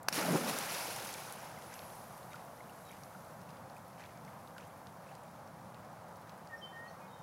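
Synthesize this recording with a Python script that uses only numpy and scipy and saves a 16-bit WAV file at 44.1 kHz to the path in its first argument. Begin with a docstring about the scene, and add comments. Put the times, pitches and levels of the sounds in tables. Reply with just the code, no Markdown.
"""Over a far road's drone (filtered noise, throughout) a dog leaps into a pond: paws slap the surface (noise bursts).
The body drags a cavity of air under, which booms and gulps (damped sines, noise); spray rains back, foam fizzes out.
A thin two-voiced whistle (gliding sines) passes as the dog paddles off with ticks (noise bursts), plops (damped
sines) and trickling water; songbirds (gliding sines with a diffuse echo) call from the trees, mostly at the end."""
import sys
import numpy as np
from scipy import signal
from scipy.fft import rfft, irfft, next_fast_len
from scipy.io import wavfile
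from scipy.ndimage import map_coordinates

SR = 44100
rng = np.random.default_rng(int(sys.argv[2]) if len(sys.argv) > 2 else 0)


def dump_mix(stems):
    """Bounce the given channels to the path in sys.argv[1] as a 16-bit WAV at rate SR."""
    frames = np.atleast_2d(stems).T  # one column per channel
    limited = np.clip(frames, -1, 1)  # hard clip at full scale
    pcm = np.round(limited * 32767).astype(np.int16)
    wavfile.write(sys.argv[1], SR, pcm)


def linear_from_db(decibels):
    """Turn decibels (scalar or array-like) into linear amplitude factors; 0 gives 1."""
    return 10 ** (np.asarray(decibels, float) / 20)


N = 318731
RECEDE_DB_PER_S = 1.1  # the swimmer moves off


def unit(x):
    """Scaled to rms 1."""
    return x / np.sqrt(np.mean(x ** 2) + 1e-20)


def curves(rows, before=-120):
    """One value per sample for each column after the time; the last row holds."""
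    s, *columns = np.transpose(rows)
    t = np.arange(N) / SR
    return [np.interp(t, s, column, left=before) for column in columns]


def wobble(rate_hz):
    """A smooth random curve, rate_hz knots a second."""
    knots = rng.standard_normal(int(N * rate_hz / SR) + 4)
    return map_coordinates(knots, [np.arange(N) * rate_hz / SR])


def coloured(x, spectrum):
    """x filtered through (f/Hz, level/dB) points on a log frequency axis, rms 1."""
    size = next_fast_len(N + 8192)
    hz, db = np.transpose(spectrum)
    bins_hz = np.fft.rfftfreq(size, 1 / SR) + 1
    gain = linear_from_db(np.interp(np.log(bins_hz), np.log(hz), db))
    return unit(irfft(rfft(x, size) * gain, size)[:N])


def crackle(per_s, spread_db, life_ms, share):
    """Water drops: white noise mixed with sudden noise bursts of uneven size that die away."""
    draw = rng.random((2, N))
    sizes = linear_from_db(-spread_db * np.log(draw[1] + .003))
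    starts = (draw[0] < per_s / SR) * sizes
    bursts = signal.lfilter([1], [1, -np.exp(-1000 / (SR * life_ms))], starts)
    share = np.clip(share, 0, 1)  # power fraction of the bursts
    noise = rng.standard_normal((2, N))
    return np.sqrt(share) * unit(bursts * noise[0]) + np.sqrt(1 - share) * noise[1]


def bubbles(s, hz, db, cycles, rise):
    """Damped sines that start softly and climb in pitch as they near the surface."""
    t = np.arange(SR // 20)[None] / SR
    decays = hz[:, None] * t / cycles  # elapsed time over decay time
    envelope = (1 - np.exp(-8 * decays)) * np.exp(-decays)
    ring = envelope * np.sin(2 * np.pi * hz[:, None] * t * (1 + rise * decays))
    ring = ring * np.cos(np.pi / 2 * t / t.max())  # ends without a step
    at = (s[:, None] * SR).astype(int) + np.arange(t.size)
    return np.bincount(at.ravel(), (linear_from_db(db)[:, None] * ring).ravel(), N + SR)[:N]


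def swarm(per_s, mid_hz, octaves, cycles):
    """A steady cloud of bubbles with log-normal pitches, rms 1."""
    draw = rng.random((int(per_s * N / SR), 2))
    hz = mid_hz * 2 ** (octaves * rng.standard_normal(len(draw)))
    db = -2.5 * np.log(draw[:, 1] + 0.061)
    return unit(bubbles(draw[:, 0] * N / SR, np.clip(hz, 60, 15000), db, cycles, 0.033))


def tone(rows, waver):
    """A whistled sine that follows (t/s, f/Hz, level/dB) rows; its pitch wavers by a fraction."""
    s, hz, db = np.transpose(rows)
    t = np.arange(N) / SR
    edge = np.clip(np.minimum(t - s[0], s[-1] - t) / 0.0034, 0, 1)
    pitch_hz = np.interp(t, s, hz) * (1 + waver * wobble(99))
    phase = 2 * np.pi * np.cumsum(pitch_hz) / SR
    return np.sqrt(2) * edge * linear_from_db(np.interp(t, s, db)) * np.sin(phase)


def road():
    """Distant traffic: a steady drone and a rumble of filtered noise that slowly ease."""
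    # drone colour: f/Hz, level/dB
    drone_colour = [(180, -32), (300, -11), (447, -10.5), (511, -3.5), (842, -2), (1360, -9.5), (2360, -24),
                    (2570, -28.5), (2880, -29), (9390, -34), (16000, -34.5)]
    # rumble colour: f/Hz, level/dB
    rumble_colour = [(15, -69), (25, -41), (32, -41), (47, -21.5), (96, -0.5), (178, 4), (255, -5),
                     (330, -12), (430, -38), (730, -120)]
    drone_db, rumble_db, eases_db_per_s = -52.5, -57.5, 0.17  # levels at the start
    eases_db = eases_db_per_s * np.arange(N) / SR
    drone_gain = linear_from_db(drone_db - eases_db + .6 * wobble(3))
    rumble_gain = linear_from_db(rumble_db - eases_db + .9 * wobble(3.9))
    drone = drone_gain * coloured(rng.standard_normal(N), drone_colour)
    return drone + rumble_gain * coloured(rng.standard_normal(N), rumble_colour)


def note(s, length_s, hz, glide_hz, db):
    """Pitch and level rows of one bird note: it slides in from above, swells, sags and rings out."""
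    swell_s, swell_db, sag_db_per_s = .04, 13, 50
    scoop, scoop_s = .035, .013  # pitch excess as a fraction, and its decay time
    ring_drop_db, ring_db_per_s, ring_s = 10, 130, .06  # near trees carry the note on
    t = np.linspace(0, length_s, num=12)
    swell_s = np.minimum(swell_s, 0.79 * length_s)
    level_db = db - swell_db * np.clip(1 - t / swell_s, 0, 1) - sag_db_per_s * np.clip(t - swell_s, 0, 1)
    pitch_hz = hz * (1 + scoop * np.exp(-t / scoop_s)) + glide_hz * t / length_s
    rows = np.transpose([s + t, pitch_hz, level_db])
    ring = [rows[-1] + [late_s, 0, -ring_drop_db - ring_db_per_s * late_s] for late_s in (.008, ring_s)]
    return np.vstack([rows, ring])


def birds():
    """Sine notes from across the water, trailed by the trees' diffuse echo; high notes are hoarser."""
    # bird notes: t/s, length/s, f/Hz, glide/Hz, level/dB
    song = [(2.3, .04, 3720, 40, -66), (2.84, .06, 3880, -90, -66), (6.497, .056, 1836, -14, -49),
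            (6.565, .03, 5270, 0, -67), (6.56, .035, 5580, 0, -69), (6.612, .048, 3095, -20, -47),
            (6.618, .025, 4650, 0, -72), (6.655, .05, 3520, -20, -72), (6.722, .17, 1815, 80, -51.5),
            (6.875, .045, 5460, 0, -74), (6.87, .055, 6080, 0, -72), (6.995, .06, 2200, -20, -66),
            (7.0, .055, 2420, 50, -69), (7.078, .15, 3700, 50, -70), (7.085, .11, 3080, 30, -72)]
    # one hooked chirp: t/s, f/Hz, level/dB
    hook = [(6.872, 4180, -72), (6.886, 4400, -65), (6.898, 4360, -66), (6.912, 3520, -74)]
    calls = np.zeros(N)
    for rows in [note(*row) for row in song] + [np.array(hook)]:
        waver = .003 * (rows[0, 1] / 3000) ** 2
        calls += tone(rows, waver) * linear_from_db(2.5 * wobble(70))
    t = np.arange(SR // 2) / SR
    echo = rng.standard_normal(len(t)) * linear_from_db(-60 * t / .7) * (t > .015)
    echo /= np.linalg.norm(echo)
    return calls + linear_from_db(-11.5) * signal.fftconvolve(calls, echo)[:N]


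def whistle():
    """Two close, faint, slightly hoarse sines that rise and sink together."""
    # upper voice: t/s, f/Hz, level/dB
    upper = [(1.645, 10100, -74), (1.68, 11100, -68), (1.765, 11880, -65), (1.8, 11520, -64),
             (1.84, 11460, -65), (1.89, 11100, -70), (1.96, 10500, -64), (1.999, 10150, -65),
             (2.035, 9650, -74)]
    # lower voice under the upper: t/s, distance below/Hz, distance below/dB
    offsets = [(1.68, 800, -1), (1.8, 880, 3), (1.89, 780, 1), (2.035, 420, 8)]
    s, hz, db = np.transpose(upper)
    at, below_hz, below_db = np.transpose(offsets)
    lower = np.transpose([s, hz - np.interp(s, at, below_hz), db - np.interp(s, at, below_db)])
    return sum(tone(voice, waver=0.006) * linear_from_db(3 * wobble(60)) for voice in [upper, lower])


def foam():
    """Foam left on the water bursts: sparse crackle in noise, with tiny ringing bubbles."""
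    # foam level: t/s, level/dB
    foam_levels = [(0.6, -73), (1.0, -59), (1.5, -70), (1.9, -59.5), (2.6, -66), (2.8, -63.5), (3.3, -65.5),
                   (3.45, -70), (4.6, -69.5), (6.0, -79), (7.23, -85)]
    # fizz colour: f/Hz, level/dB
    fizz_colour = [(1060, -1), (1800, -4), (3440, -10.5), (6470, -6), (7910, -9), (11500, -1.5),
                   (12600, -7), (15100, -8), (16000, -36)]
    fizz = coloured(crackle(80, spread_db=4.0, life_ms=1.0, share=0.055), fizz_colour)
    droplets = 0.2 * swarm(45, mid_hz=7000, octaves=0.65, cycles=3.3)
    return linear_from_db(curves(foam_levels)[0] + 0.26 * wobble(23.0)) * (fizz + droplets)


def trickle():
    """Water runs off each paw stroke, rising fast and draining slowly; the wake laps in between."""
    # paw strokes: t/s, level/dB
    strokes = [(1.72, -57), (2.33, -60.5), (2.7, -78), (2.91, -62), (3.5, -70), (4.0, -59), (4.28, -66),
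               (4.6, -62.5), (4.87, -72), (5.07, -65), (5.74, -70), (6.29, -70)]
    # trickle colour: f/Hz, level/dB
    trickle_colour = [(900, -42), (1500, -1), (2300, 0), (4000, -9), (6000, -7.5), (10000, -17),
                      (16000, -44)]
    lift_s, drain_s, lapping_db = .025, .12, -74  # lapping level at time 0, before receding
    t = np.arange(N) / SR
    flow = linear_from_db(lapping_db - RECEDE_DB_PER_S * t) * (t > strokes[0][0])
    for at, db in strokes:
        pulse = np.exp(-np.abs(t - at) / np.where(t < at, lift_s, drain_s))
        flow = np.maximum(flow, linear_from_db(db) * pulse)
    ringing = 0.55 * swarm(200, mid_hz=2605, octaves=0.56, cycles=4.5)
    water = crackle(250, spread_db=3, life_ms=2.5, share=0.5) + ringing
    return flow * coloured(water, trickle_colour)


def plops():
    """Bubbles closing behind a paw ring as damped, rising sines."""
    # plops: t/s, level/dB, f/Hz
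    plop_rows = [(1.43, -42, 900), (1.575, -45, 1970), (2.343, -37.5, 1350), (2.606, -44, 2020),
                 (2.695, -49, 2700), (2.909, -44.5, 2190), (2.895, -49, 3000), (3.15, -42, 1320),
                 (3.49, -51, 2570), (4.005, -48, 1900), (3.766, -47, 2380), (4.278, -47.5, 2070),
                 (4.565, -43, 1490), (4.581, -43, 1400), (4.87, -57, 3970), (5.09, -51, 2500)]
    s, db, hz = np.transpose(plop_rows)
    return bubbles(s, hz, db, cycles=6.2, rise=0.026)


def ticks():
    """Short noise bursts around their own pitch: mostly water drops, and a faint high click at 6.169 s."""
    # ticks, mostly water drops; the one at 6.169 s has no known cause: t/s, peak level/dB, centre f/Hz
    tick_rows = [(0.0304, -42, 11000), (0.587, -26.5, 9000), (1.0477, -32.5, 10000), (1.127, -36, 5500),
                 (1.1393, -30.5, 5700), (1.324, -32, 10900), (1.6226, -42.5, 2700), (1.74, -36, 5500),
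                 (1.7918, -37.5, 3000), (2.332, -44, 3500), (2.3565, -45.5, 4000), (2.915, -44, 11500),
                 (3.035, -44, 6000), (3.4155, -51, 5000), (3.4923, -48, 4500), (3.505, -50, 5000),
                 (3.5694, -50, 2700), (3.698, -52, 4000), (3.766, -52, 9000), (4.007, -49, 4000),
                 (4.0393, -43, 2600), (4.06, -50, 3000), (4.174, -50, 6000), (4.2492, -50, 5700),
                 (4.475, -49, 3800), (4.581, -41, 2490), (4.6768, -54, 11000), (4.8697, -44.5, 3600),
                 (5.1516, -48, 5500), (5.235, -53, 8500), (5.4755, -52, 5700), (5.745, -47, 3605),
                 (6.169, -51.5, 13000), (6.294, -45, 3000), (6.4727, -50.5, 4500)]
    slope_db_per_octave, skirt_db = 11, -17  # fall to each side of the centre, down to a flat skirt
    # fainter ticks at random moments
    small_count, small_db, small_spread_db, small_hz, small_octaves = 36, -50, 2, 7000, .9
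    out, t = np.zeros(N + SR), np.arange(512) / SR
    hz = np.fft.rfftfreq(len(t), 1 / SR) + 1
    envelope = (1 - np.exp(-t / 0.00027)) * np.exp(-t / 0.0017)
    when = rng.uniform(1, N / SR, small_count)
    chance = rng.standard_normal((small_count, 2))
    db_small = small_db - RECEDE_DB_PER_S * when + small_spread_db * chance[:, 0]
    hz_small = small_hz * 2 ** (small_octaves * chance[:, 1])
    for s, db, mid_hz in list(tick_rows) + list(zip(when, db_small, hz_small)):
        tilt_db = np.maximum(-slope_db_per_octave * np.abs(np.log2(hz / mid_hz)), skirt_db)
        tilt_db = tilt_db - 12 * (hz / 16000) ** 4
        gain = linear_from_db(tilt_db) * hz / (hz + 900)
        burst = envelope * irfft(rfft(rng.standard_normal(len(t))) * gain)
        out[round(s * SR):][:len(t)] += linear_from_db(db) * burst / np.abs(burst).max()
    return out[:N]


def cavity():
    """Large air pockets break off the cavity and boom one by one as damped, rising sines."""
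    # air pockets: t/s, level/dB, f/Hz
    pockets = [(0.176, -34.5, 292), (0.216, -36, 445), (0.222, -38, 213), (0.28, -28.5, 591),
               (0.285, -33, 274), (0.305, -32, 172), (0.328, -28.5, 240), (0.351, -32.5, 366),
               (0.356, -37, 191), (0.436, -34, 230), (0.478, -31.5, 545), (0.489, -44, 189)]
    s, db, hz = np.transpose(pockets)
    return bubbles(s, hz, db, cycles=7, rise=.03)


def plunge():
    """Big bubbles gulp in the cavity, smaller ones churn, spray patters back."""
    # plunge: t/s, cavity gulp level/dB, churn level/dB, spray level/dB
    plunge_levels = [(0.09, -59, -53, -40), (0.1, -58, -52, -58), (0.118, -56, -49, -56),
                     (0.13, -51, -58, -39.5), (0.156, -48, -43, -38), (0.19, -48.5, -36, -38),
                     (0.24, -35.5, -39, -42.5), (0.268, -45, -40, -43), (0.36, -30, -39, -43.5),
                     (0.4, -42, -43, -42.5), (0.47, -47, -41, -44), (0.498, -42, -38, -38),
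                     (0.52, -46, -42.5, -43.5), (0.6, -54, -43, -43), (0.75, -57, -44, -41.5),
                     (1.12, -65, -50.5, -49.5), (1.53, -72, -55.5, -58.5), (2.3, -84, -75, -71)]
    # gulp colour: f/Hz, level/dB
    gulp_colour = [(60, -45), (110, -18), (160, -1.5), (240, -3), (380, -6.5), (550, 0), (900, -50)]
    # churn colour: f/Hz, level/dB
    churn_colour = [(180, -24), (300, -7), (797, 2.5), (1190, -1), (1450, 1.5), (1970, -3.5), (3500, -12),
                    (4550, -40), (7700, -120)]
    # spray colour: f/Hz, level/dB
    spray_colour = [(1060, -25), (1800, -5.5), (2300, 0.5), (3350, -4.5), (3640, -4), (5640, -2),
                    (8280, -8), (10200, -1.5), (14700, -10), (16000, -13)]
    gulp_db, churn_db, spray_db = curves(plunge_levels)
    big = 0.4 * swarm(150, mid_hz=240, octaves=0.505, cycles=2.0)
    gulp = coloured(big + rng.standard_normal(N), gulp_colour)
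    smaller = 0.3 * swarm(400, mid_hz=900, octaves=0.86, cycles=3.74)
    churn = coloured(smaller + crackle(730, spread_db=2.5, life_ms=2.9, share=0.45), churn_colour)
    patter = 0.35 * swarm(500, mid_hz=6530, octaves=.7, cycles=7.6)  # small drops ring as they land
    spray = coloured(crackle(760, spread_db=-0.7, life_ms=1.5, share=0.28) + patter, spray_colour)
    out = linear_from_db(gulp_db) * gulp
    out += linear_from_db(churn_db + 0.4 * wobble(25.15)) * churn
    return out + linear_from_db(spray_db + 0.99 * wobble(30.05)) * spray


def slaps():
    """Paws crack the surface: a sharp snap inside a noise burst of a few ms, droplets after it."""
    # first contacts of the paws: peak t/s, level before trims/dB, rise/ms, fall/ms
    contacts = [(0.0858, -13, 0.85, 1.1), (0.127, -24, 0.18, 3.1), (0.1436, -31, .3, 2)]
    # slap colour: f/Hz, level/dB
    slap_colour = [(200, -38), (500, -4), (2100, 2), (2700, -4), (3300, -12), (5200, 4), (7500, -13),
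                   (10000, -7), (12500, -15), (15000, -12), (16000, -32)]
    t, envelope, clicks = np.arange(N) / SR, np.zeros(N), np.zeros(N)
    for s, db, rise_ms, fall_ms in contacts:
        late_ms = (t - s) * 1000
        away_ms = np.abs(late_ms)
        fall = np.exp(-away_ms / fall_ms) + 0.057 * np.exp(-away_ms / 12)  # droplets linger
        envelope += linear_from_db(db - 7) * np.where(late_ms < 0, np.exp(-away_ms / rise_ms), fall)
        clicks[round(s * SR)] = linear_from_db(db - 6)
    snap = coloured(clicks, slap_colour)
    burst = envelope * coloured(rng.standard_normal(N), slap_colour)
    return burst - snap * clicks.max() / snap.max()


def scene():
    """Everything reaches one microphone."""
    background = road() + birds() + whistle()
    swim = foam() + trickle() + plops() + ticks()
    return (background + swim + cavity() + plunge() + slaps())[None]


def band_limit(x):
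    """A steep low-pass at the top of the band."""
    return signal.sosfilt(signal.butter(12, 16640, fs=SR, output="sos"), x)


def record(dry):
    """A small camera: a steep band limit on the mix."""
    top_hz = 15850
    limited = irfft(rfft(dry) * (np.fft.rfftfreq(N, 1 / SR) < top_hz), N)
    return band_limit(limited)


dry = scene()
out = record(dry)
dump_mix(out)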